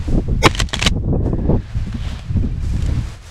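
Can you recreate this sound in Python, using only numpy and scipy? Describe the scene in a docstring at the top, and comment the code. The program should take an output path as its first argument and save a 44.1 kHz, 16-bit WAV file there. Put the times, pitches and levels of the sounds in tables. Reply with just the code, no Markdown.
"""A pump shotgun is worked close to a body-worn camera in a windy field of dry grass.
The slide scrapes back and slams on its stop, a shell rattles out, and the bolt runs home and locks:
impacts excite the modes of steel and stock, and stick-slip friction sounds between them.
Turbulent gusts buffet the microphone, grass hisses and ticks, a sleeve brushes past and a small
bird peeps far off. The loudest blows overload the recorder."""
import sys
import numpy as np
from scipy import signal
from scipy.fft import rfft, irfft
from scipy.io import wavfile
from scipy.ndimage import map_coordinates

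SR = 44100
rng = np.random.default_rng(int(sys.argv[2]) if len(sys.argv) > 2 else 0)


def wav_record(signal):
    """Record a signal, one row per channel, as 16-bit PCM in the file named by sys.argv[1]."""
    frames = np.transpose(np.atleast_2d(signal))
    bounded = np.clip(frames, -1, 1)
    # unit amplitude maps onto the largest positive 16-bit level
    quanta = np.round(bounded * 32767).astype(np.int16)
    wavfile.write(sys.argv[1], SR, quanta)


N = 145530

# Spectrum of a steel contact (frequency [Hz], level [dB])
CONTACT_SPECTRUM = [(60, -5), (300, -2), (1400, -5), (1900, -0.5), (3900, -2), (4900, -7.5), (6500, -7),
                    (8200, -12.5), (9200, -18), (15000, -41.5)]
# Modes of the receiver (frequency [Hz], level [dB])
RECEIVER_MODES = [(1070, -3), (1820, -3.5), (2320, 1), (3030, 5), (3340, 5.5), (3820, 3), (4150, -2.5),
                  (6480, -12), (7500, -5.5)]
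# Contacts in the action (time [s], level [dB], tilt [dB/octave], pitch of the struck part [Hz])
IMPACTS = [(0.4556, -2.5, -14, 1077), (.459, -1.5, -0.5, 2850), (0.4628, -1, -9.5, 1270),
           (0.4681, -8, -8.5, 2350), (0.5496, -16.5, -1, 3050), (.578, -23.5, 6, 4150),
           (0.5932, -15, 5.5, 7500), (0.5989, -15, 3.5, 4150), (0.601, -6, 2, 3100),
           (.603, -10.5, -5, 1950), (0.689, -24.5, 6.5, 4600), (0.733, -12, -5, 1820), (.741, -8, 0, 3400),
           (.759, -31, 4.5, 6400), (.769, -23, -1.5, 3350), (0.7933, -16, -0.5, 2300),
           (0.8223, -16.5, -6, 6300), (0.8255, -7.5, -0.5, 2650), (0.8488, -13.5, 4, 4600),
           (.865, -2.5, -2, 3020), (.869, -7.5, -4.5, 3820), (0.874, -8.5, 3, 2150)]
ATTACK_S, RING_T60_S, CLATTER_T60_S, RATTLE_T60_S = 0.00016, 0.021, 0.013, 0.061
def steel_impacts(size=8192):
    """Impact excitation: each contact clicks, rings part and receiver, and rattles loose pieces."""
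    out, t = np.zeros(N), np.arange(size) / SR
    hz, mode_db = np.transpose(RECEIVER_MODES)[:, :, None]
    fade = amp(-60 * t / RING_T60_S) * (1 - np.exp(-t / ATTACK_S))
    for s, db, tilt, part_hz in IMPACTS:
        gains = amp(mode_db + 2 * rng.standard_normal(hz.shape) + tilt * np.log2(hz / hz.mean()))
        receiver = (rng.choice([-1, 1], hz.shape) * gains * np.sin(2 * np.pi * hz * t)).sum(0) / 2
        ring = fade * (amp(-9.5) * receiver + amp(-2) * np.sin(2 * np.pi * part_hz * t))
        clatter = amp(-1.5) * crack(tilt, CLATTER_T60_S) + amp(-15) * crack(tilt, RATTLE_T60_S)
        add(out, s, amp(db) * (amp(0.5) * click(tilt - 1.5) + ring + clatter))
    return out


def click(tilt, size=8192):
    """A minimum-phase pulse of peak 1 packs its energy at the instant of contact."""
    spectrum = np.abs(rfft(coloured(signal.unit_impulse(size), CONTACT_SPECTRUM, tilt)))
    cepstrum = irfft(np.log(spectrum + 1e-9))[:size // 2]
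    pulse = irfft(np.exp(rfft(2 * cepstrum, size)))
    return pulse / np.abs(pulse).max()


def crack(tilt, t60, size=8192):
    """Exponential decay: a sudden burst of fine clatter falls 60 dB in t60 seconds."""
    t = np.arange(size) / SR
    clatter = steadied(noise(CONTACT_SPECTRUM, tilt, size), 0.0022)
    return clatter * amp(-60 * t / t60) * (1 - np.exp(-t / ATTACK_S))


# Steel sliding between the blows (start [s], end [s], first level [dB], last level [dB])
STROKES = [(0.466, 0.588, -34, -36), (0.578, 0.619, -29.5, -27), (0.604, 0.732, -47, -42),
           (0.73, 0.811, -27.5, -39.5), (0.812, 0.823, -22.5, -23.5), (0.833, 0.872, -30.5, -16)]
STROKE_RISE_S, STROKE_RELEASE_S, GRAINS_PER_S, CATCHES_PER_S = 0.0016, 0.0066, 7400, 410
def rail_friction(size=8192):
    """Stick-slip friction: bolt and action bars catch and slip along their rails."""
    out, t = np.zeros(N), np.arange(size) / SR
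    for start, end, first_db, last_db in STROKES:
        release = np.exp(-np.maximum(t - (end - start), 0) / STROKE_RELEASE_S)
        gate = (1 - np.exp(-t / STROKE_RISE_S)) * release
        catches = grains(GRAINS_PER_S, size) * amp(4 * wobble(CATCHES_PER_S)[:size])
        gain = amp(np.interp(t, [0, end - start], [first_db, last_db]))
        add(out, start, gate * gain * coloured(catches, CONTACT_SPECTRUM, tilt=-0.5))
    return out


# Resonances of the magazine tube (frequency [Hz], bandwidth [Hz], level [dB])
TUBE_MODES = [(481, 350, 5), (865, 44, 3.5), (1440, 150, -2), (2100, 210, 4.5), (3300, 110, 0.5),
              (3660, 98, 3), (4950, 230, -1.5), (5440, 280, -2), (6200, 570, -5.5), (8450, 1100, -14)]
# Envelope of the fore-end's scrape (time [s], level [dB])
SCRAPE_ENVELOPE = [(.41, -73), (.417, -35.5), (.424, -31), (.431, -20), (.44, -13), (.453, -10.5),
                   (.463, -18), (.472, -75)]
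def fore_end():
    """Forced vibration: the accelerating fore-end scrapes the hollow tube and drives its resonances."""
    scrape = resonated_twice(grains(GRAINS_PER_S), TUBE_MODES)
    return amp(curves(SCRAPE_ENVELOPE)[0]) * steadied(scrape, 0.043)


# Modes of the stock (frequency [Hz], level [dB])
STOCK_MODES = [(145, 6.5), (250, 2.5), (323, 6), (410, -5), (523, -1.5), (700, -12.5)]
# Jolts from the stops (time [s], level [dB], 60 dB decay time [s])
JOLTS = [(0.4549, -6.5, 0.056), (0.4648, 5, 0.032), (0.863, -17, 0.052)]
def stock_knocks(size=8192):
    """Damped free vibration: the stock's low modes answer the heavy stops with a dull knock."""
    out, t = np.zeros(N), np.arange(size) / SR
    knock = sum(amp(db) * np.sin(2 * np.pi * hz * t) for hz, db in STOCK_MODES) / 2
    for s, db, t60 in JOLTS:
        add(out, s, amp(db - 60 * t / t60) * knock)
    return out


# Spectra of the wind's rumble and flutter (frequency [Hz], level [dB])
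RUMBLE_SPECTRUM = [(10, -2.5), (25, 6), (70, 6), (125, 0), (200, -16), (320, -44.5), (1200, -92)]
FLUTTER_SPECTRUM = [(50, -17), (120, 4), (200, 6), (330, -8), (520, -21.5), (800, -28.5), (1300, -32.5),
                    (2500, -73.5)]
# Wind strength at the microphone (time [s], level [dB])
GUSTS = [(0, -19), (.04, -31.5), (.09, -20), (.16, -12.5), (.23, -27.5), (.3, -16.5), (.52, -23.5),
         (.58, -26.5), (.625, -14.5), (.67, -28), (.72, -41), (.75, -26), (.82, -24.5), (.88, -15.5),
         (.98, -23.5), (1.13, -19), (1.42, -23), (1.56, -14), (1.63, -34), (1.73, -32), (1.755, -18),
         (1.93, -27), (2.07, -22.5), (2.25, -34.5), (2.31, -21), (2.37, -16), (2.57, -24.5), (2.66, -20),
         (2.98, -18.5), (3.19, -38.5)]
FLUTTER_DB_PER_DB, LUMPS_PER_S = 1.5, 40
def gusts():
    """Turbulent pressure on the microphone: a rumble, and a flutter that grows faster with the wind."""
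    wind_db, = curves(GUSTS)
    rumble = amp(wind_db + 1.5) * steadied(noise(RUMBLE_SPECTRUM), 0.085)
    flutter_db = wind_db.mean() + FLUTTER_DB_PER_DB * (wind_db - wind_db.mean()) - 13.5
    flutter = amp(flutter_db + 5.5 * wobble(LUMPS_PER_S)) * noise(FLUTTER_SPECTRUM)
    return rumble + flutter


# Spectra of soft and hard buffeting (frequency [Hz], level [dB])
THUD_SPECTRUM = [(50, -9), (120, 4), (200, 0.5), (330, -3.5), (550, -19.5), (1200, -87.5)]
RASP_SPECTRUM = [(120, -14.5), (300, 2), (500, -2.5), (750, -12), (1100, -23.5), (3000, -72.5)]
# Unbroken buffeting in the wake of the raised arm (time [s], level [dB])
ARM_WAKE = [(.86, -78.5), (.92, -30), (1.13, -28), (1.42, -31.5), (1.56, -23), (1.62, -75)]
# Sharp slaps of air (time [s], level [dB], decay time constant [s])
AIR_SLAPS = [(0.078, -21, 0.03), (.124, -19, 0.014), (0.149, -17, 0.024), (0.177, -11.5, 0.014),
             (0.281, -19.5, 0.031), (1.078, -20.5, 0.018), (1.126, -14.5, 0.012), (1.157, -14.5, 0.0078),
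             (1.202, -26.5, 0.03), (1.258, -16, 0.029), (1.329, -12.5, 0.0095), (1.38, -19, 0.02),
             (1.453, -23.5, 0.037), (1.489, -17.5, 0.035), (1.53, -22, 0.033), (2.36, -26.5, 0.06),
             (2.424, -30.5, 0.086), (2.885, -24, 0.074)]
SLAP_RISE_S, RASP_KNEE_DB = 0.0012, -18.5
def buffeting():
    """Nonlinear response: the harder air strikes the microphone, the more its thud turns to rasp."""
    force, t = amp(curves(ARM_WAKE)[0] + 3.5 * wobble(LUMPS_PER_S)), clock()
    for s, db, decay_s in AIR_SLAPS:
        add(force, s, amp(db) * (1 - np.exp(-t / SLAP_RISE_S)) * np.exp(-t / decay_s))
    harshness = force / (force + amp(RASP_KNEE_DB))
    thud = steadied(noise(THUD_SPECTRUM), 0.016)
    rasp = steadied(noise(RASP_SPECTRUM), 0.011)
    return force * (np.sqrt(1 - harshness ** 2) * thud + harshness * rasp)


# Spectra of rubbing blades (frequency [Hz], level [dB])
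RUSTLE_SPECTRUM = [(150, -6), (500, 3.5), (2000, 0.5), (3900, -4), (4900, -8), (6500, -17.5), (10000, -44)]
FIZZ_SPECTRUM = [(2500, -21), (5000, -4.5), (6500, -5.5), (8200, -6.5), (8900, -14), (11000, -14),
                 (13000, -26.5), (15000, -30)]
# Envelopes of the grass (time [s], rustle level [dB], fizz level [dB])
GRASS_ENVELOPES = [(0, -44, -51.5), (.1, -43.5, -46), (.22, -51, -55.5), (.35, -53, -60), (.95, -61.5, -67),
                   (1.21, -67.5, -76), (1.26, -49, -53.5), (1.32, -61, -61.5), (1.5, -52, -67),
                   (1.77, -45, -51.5), (1.97, -44.5, -53.5), (2.09, -37.5, -46), (2.29, -49, -56.5),
                   (2.59, -50.5, -58), (2.64, -46.5, -45.5), (2.92, -41, -47.5), (3.13, -43, -46),
                   (3.2, -50.5, -56), (3.26, -44.5, -46)]
# Breaking stalks (time [s], level [dB], tilt [dB/octave])
STALK_SNAPS = [(1.927, -30, -3.5), (2.193, -29, -3.5), (2.764, -32, -1.5), (2.823, -31, 3.5),
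               (2.862, -29, 1.5)]
def grass():
    """Friction and brittle fracture: dry blades rustle and fizz as they rub, and a few stalks snap."""
    rustle_db, fizz_db = curves(GRASS_ENVELOPES)
    out = amp(rustle_db + 1 + 0.99 * wobble(29.1)) * noise(RUSTLE_SPECTRUM)
    out += amp(fizz_db - 2.5 + 0.8 * wobble(33)) * coloured(grains(9000), FIZZ_SPECTRUM)
    for s, db, tilt in STALK_SNAPS:
        add(out, s, amp(db) * crack(tilt, t60=0.027))
    return out


# Band of rubbing cloth (frequency [Hz], bandwidth [Hz], level [dB])
CLOTH_BAND = [(3170, 1300, 0)]
def sleeve(peak_s=2.09, half_width_s=0.13, peak_db=-44.5):
    """Friction noise: a sleeve gives one crisp swish as the gun is lowered."""
    swell = np.exp(-((clock() - peak_s) / half_width_s) ** 2)
    return amp(peak_db) * swell * resonated_twice(grains(GRAINS_PER_S), CLOTH_BAND)


# Band of the air's whistle (frequency [Hz], bandwidth [Hz], level [dB])
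AIR_BAND = [(1680, 400, 0)]
# Envelope of the whistle (time [s], level [dB])
WHISTLE_ENVELOPE = [(1.05, -74.5), (1.3, -53.5), (1.55, -53), (2.2, -62)]
def whistle():
    """Narrow-band flow noise: air whistles faintly round the camera."""
    return amp(curves(WHISTLE_ENVELOPE)[0]) * resonated_twice(rng.standard_normal(N), AIR_BAND)


PEEP_START_S, PEEP_GAP_S, PEEP_SLOWING_S, PEEP_HALF_WIDTH_S = 1.155, 0.0818, 0.00022, 0.006
PEEP_HZ, PEEP_SINK_HZ, PEEP_DB, PEEP_SWELL_DB = 2584, 9.1, -58, 0.75
def bird(count=20):
    """A train of Gaussian tone pulses: a far bird peeps gradually slower, lower and louder."""
    out, t = np.zeros(N), np.arange(-(SR // 20), SR // 20) / SR
    for k, (pitch_jitter, level_jitter) in enumerate(rng.standard_normal((count, 2))):
        hz = PEEP_HZ - PEEP_SINK_HZ * k + 55 * pitch_jitter
        peep = np.exp(-(t / PEEP_HALF_WIDTH_S) ** 2) * np.sin(2 * np.pi * hz * t)
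        s = PEEP_START_S + k * (PEEP_GAP_S + PEEP_SLOWING_S * k)
        add(out, s + t[0], amp(PEEP_DB + PEEP_SWELL_DB * k + 2 * level_jitter) * peep)
    return out


def amp(db):
    """Decibels to amplitude ratio."""
    return 10 ** (np.asarray(db) / 20)


def unit(x):
    """Normalisation to rms 1."""
    return x / np.sqrt(np.mean(x ** 2) + 1e-20)


def clock():
    """Sample times in seconds."""
    return np.arange(N) / SR


def curves(rows):
    """Linear interpolation of each column after the time, one value per sample."""
    s, *columns = np.transpose(rows)
    return [np.interp(clock(), s, column) for column in columns]


def wobble(rate):
    """Smooth random modulation: a spline through rate knots a second."""
    return map_coordinates(rng.standard_normal(int(N * rate / SR) + 4), [np.arange(N) * rate / SR])


def coloured(x, spectrum, tilt=0):
    """Spectral shaping of x, with a tilt in dB per octave, at rms 1."""
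    hz = np.fft.rfftfreq(len(x), 1 / SR) + 1
    knot_hz, knot_db = np.transpose(spectrum)
    shape_db = np.interp(np.log(hz), np.log(knot_hz), knot_db)
    tilt_db = tilt * np.log2(np.clip(hz, 700, 9000))
    return unit(irfft(rfft(x) * amp(shape_db + tilt_db), len(x)))


def resonated_twice(x, modes):
    """Cascade filtering: two passes through a resonator bank steepen its peaks; rms 1."""
    f = np.fft.rfftfreq(N, 1 / SR)
    response = sum(amp(db) * 1j * f * width / (hz * hz - f * f + 1j * f * width)
                   for hz, width, db in modes)
    return unit(irfft(rfft(x) * response ** 2, N))


def noise(spectrum, tilt=0, size=N):
    """Coloured Gaussian noise of rms 1."""
    return coloured(rng.standard_normal(size), spectrum, tilt)


def grains(rate, size=N):
    """Shot noise: random impulses, on average rate a second."""
    return rng.standard_normal(size) * (rng.random(size) < rate / SR)


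def steadied(x, span_s):
    """Division by the running rms evens out chance swells; rms 1."""
    power = signal.fftconvolve(x ** 2, np.hanning(int(span_s * SR) + 3), 'same')
    return unit(x / np.sqrt(np.abs(power) + power.mean() / 20))


def add(track, s, sound):
    """Superpose a sound on the track at time s."""
    part = track[max(0, round(s * SR)):][:len(sound)]
    part += sound[:len(part)]


def scene():
    """Superposition in the open field: gun, wind and background sum in one channel."""
    gun = steel_impacts() + rail_friction() + fore_end() + stock_knocks()
    return (gun + gusts() + buffeting() + grass() + sleeve() + whistle() + bird())[None]


CLIP_HARDNESS, CLIP_CEILING, CUTOFF_HZ = 12, 0.95, 15700
def record(dry):
    """Saturation and band limiting: the camera clips the loudest blows and cuts the highest treble."""
    clipped = dry / (1 + np.abs(dry / CLIP_CEILING) ** CLIP_HARDNESS) ** (1 / CLIP_HARDNESS)
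    return irfft(rfft(clipped) * (np.fft.rfftfreq(N, 1 / SR) < CUTOFF_HZ), N)


dry = scene()
out = record(dry)
wav_record(out)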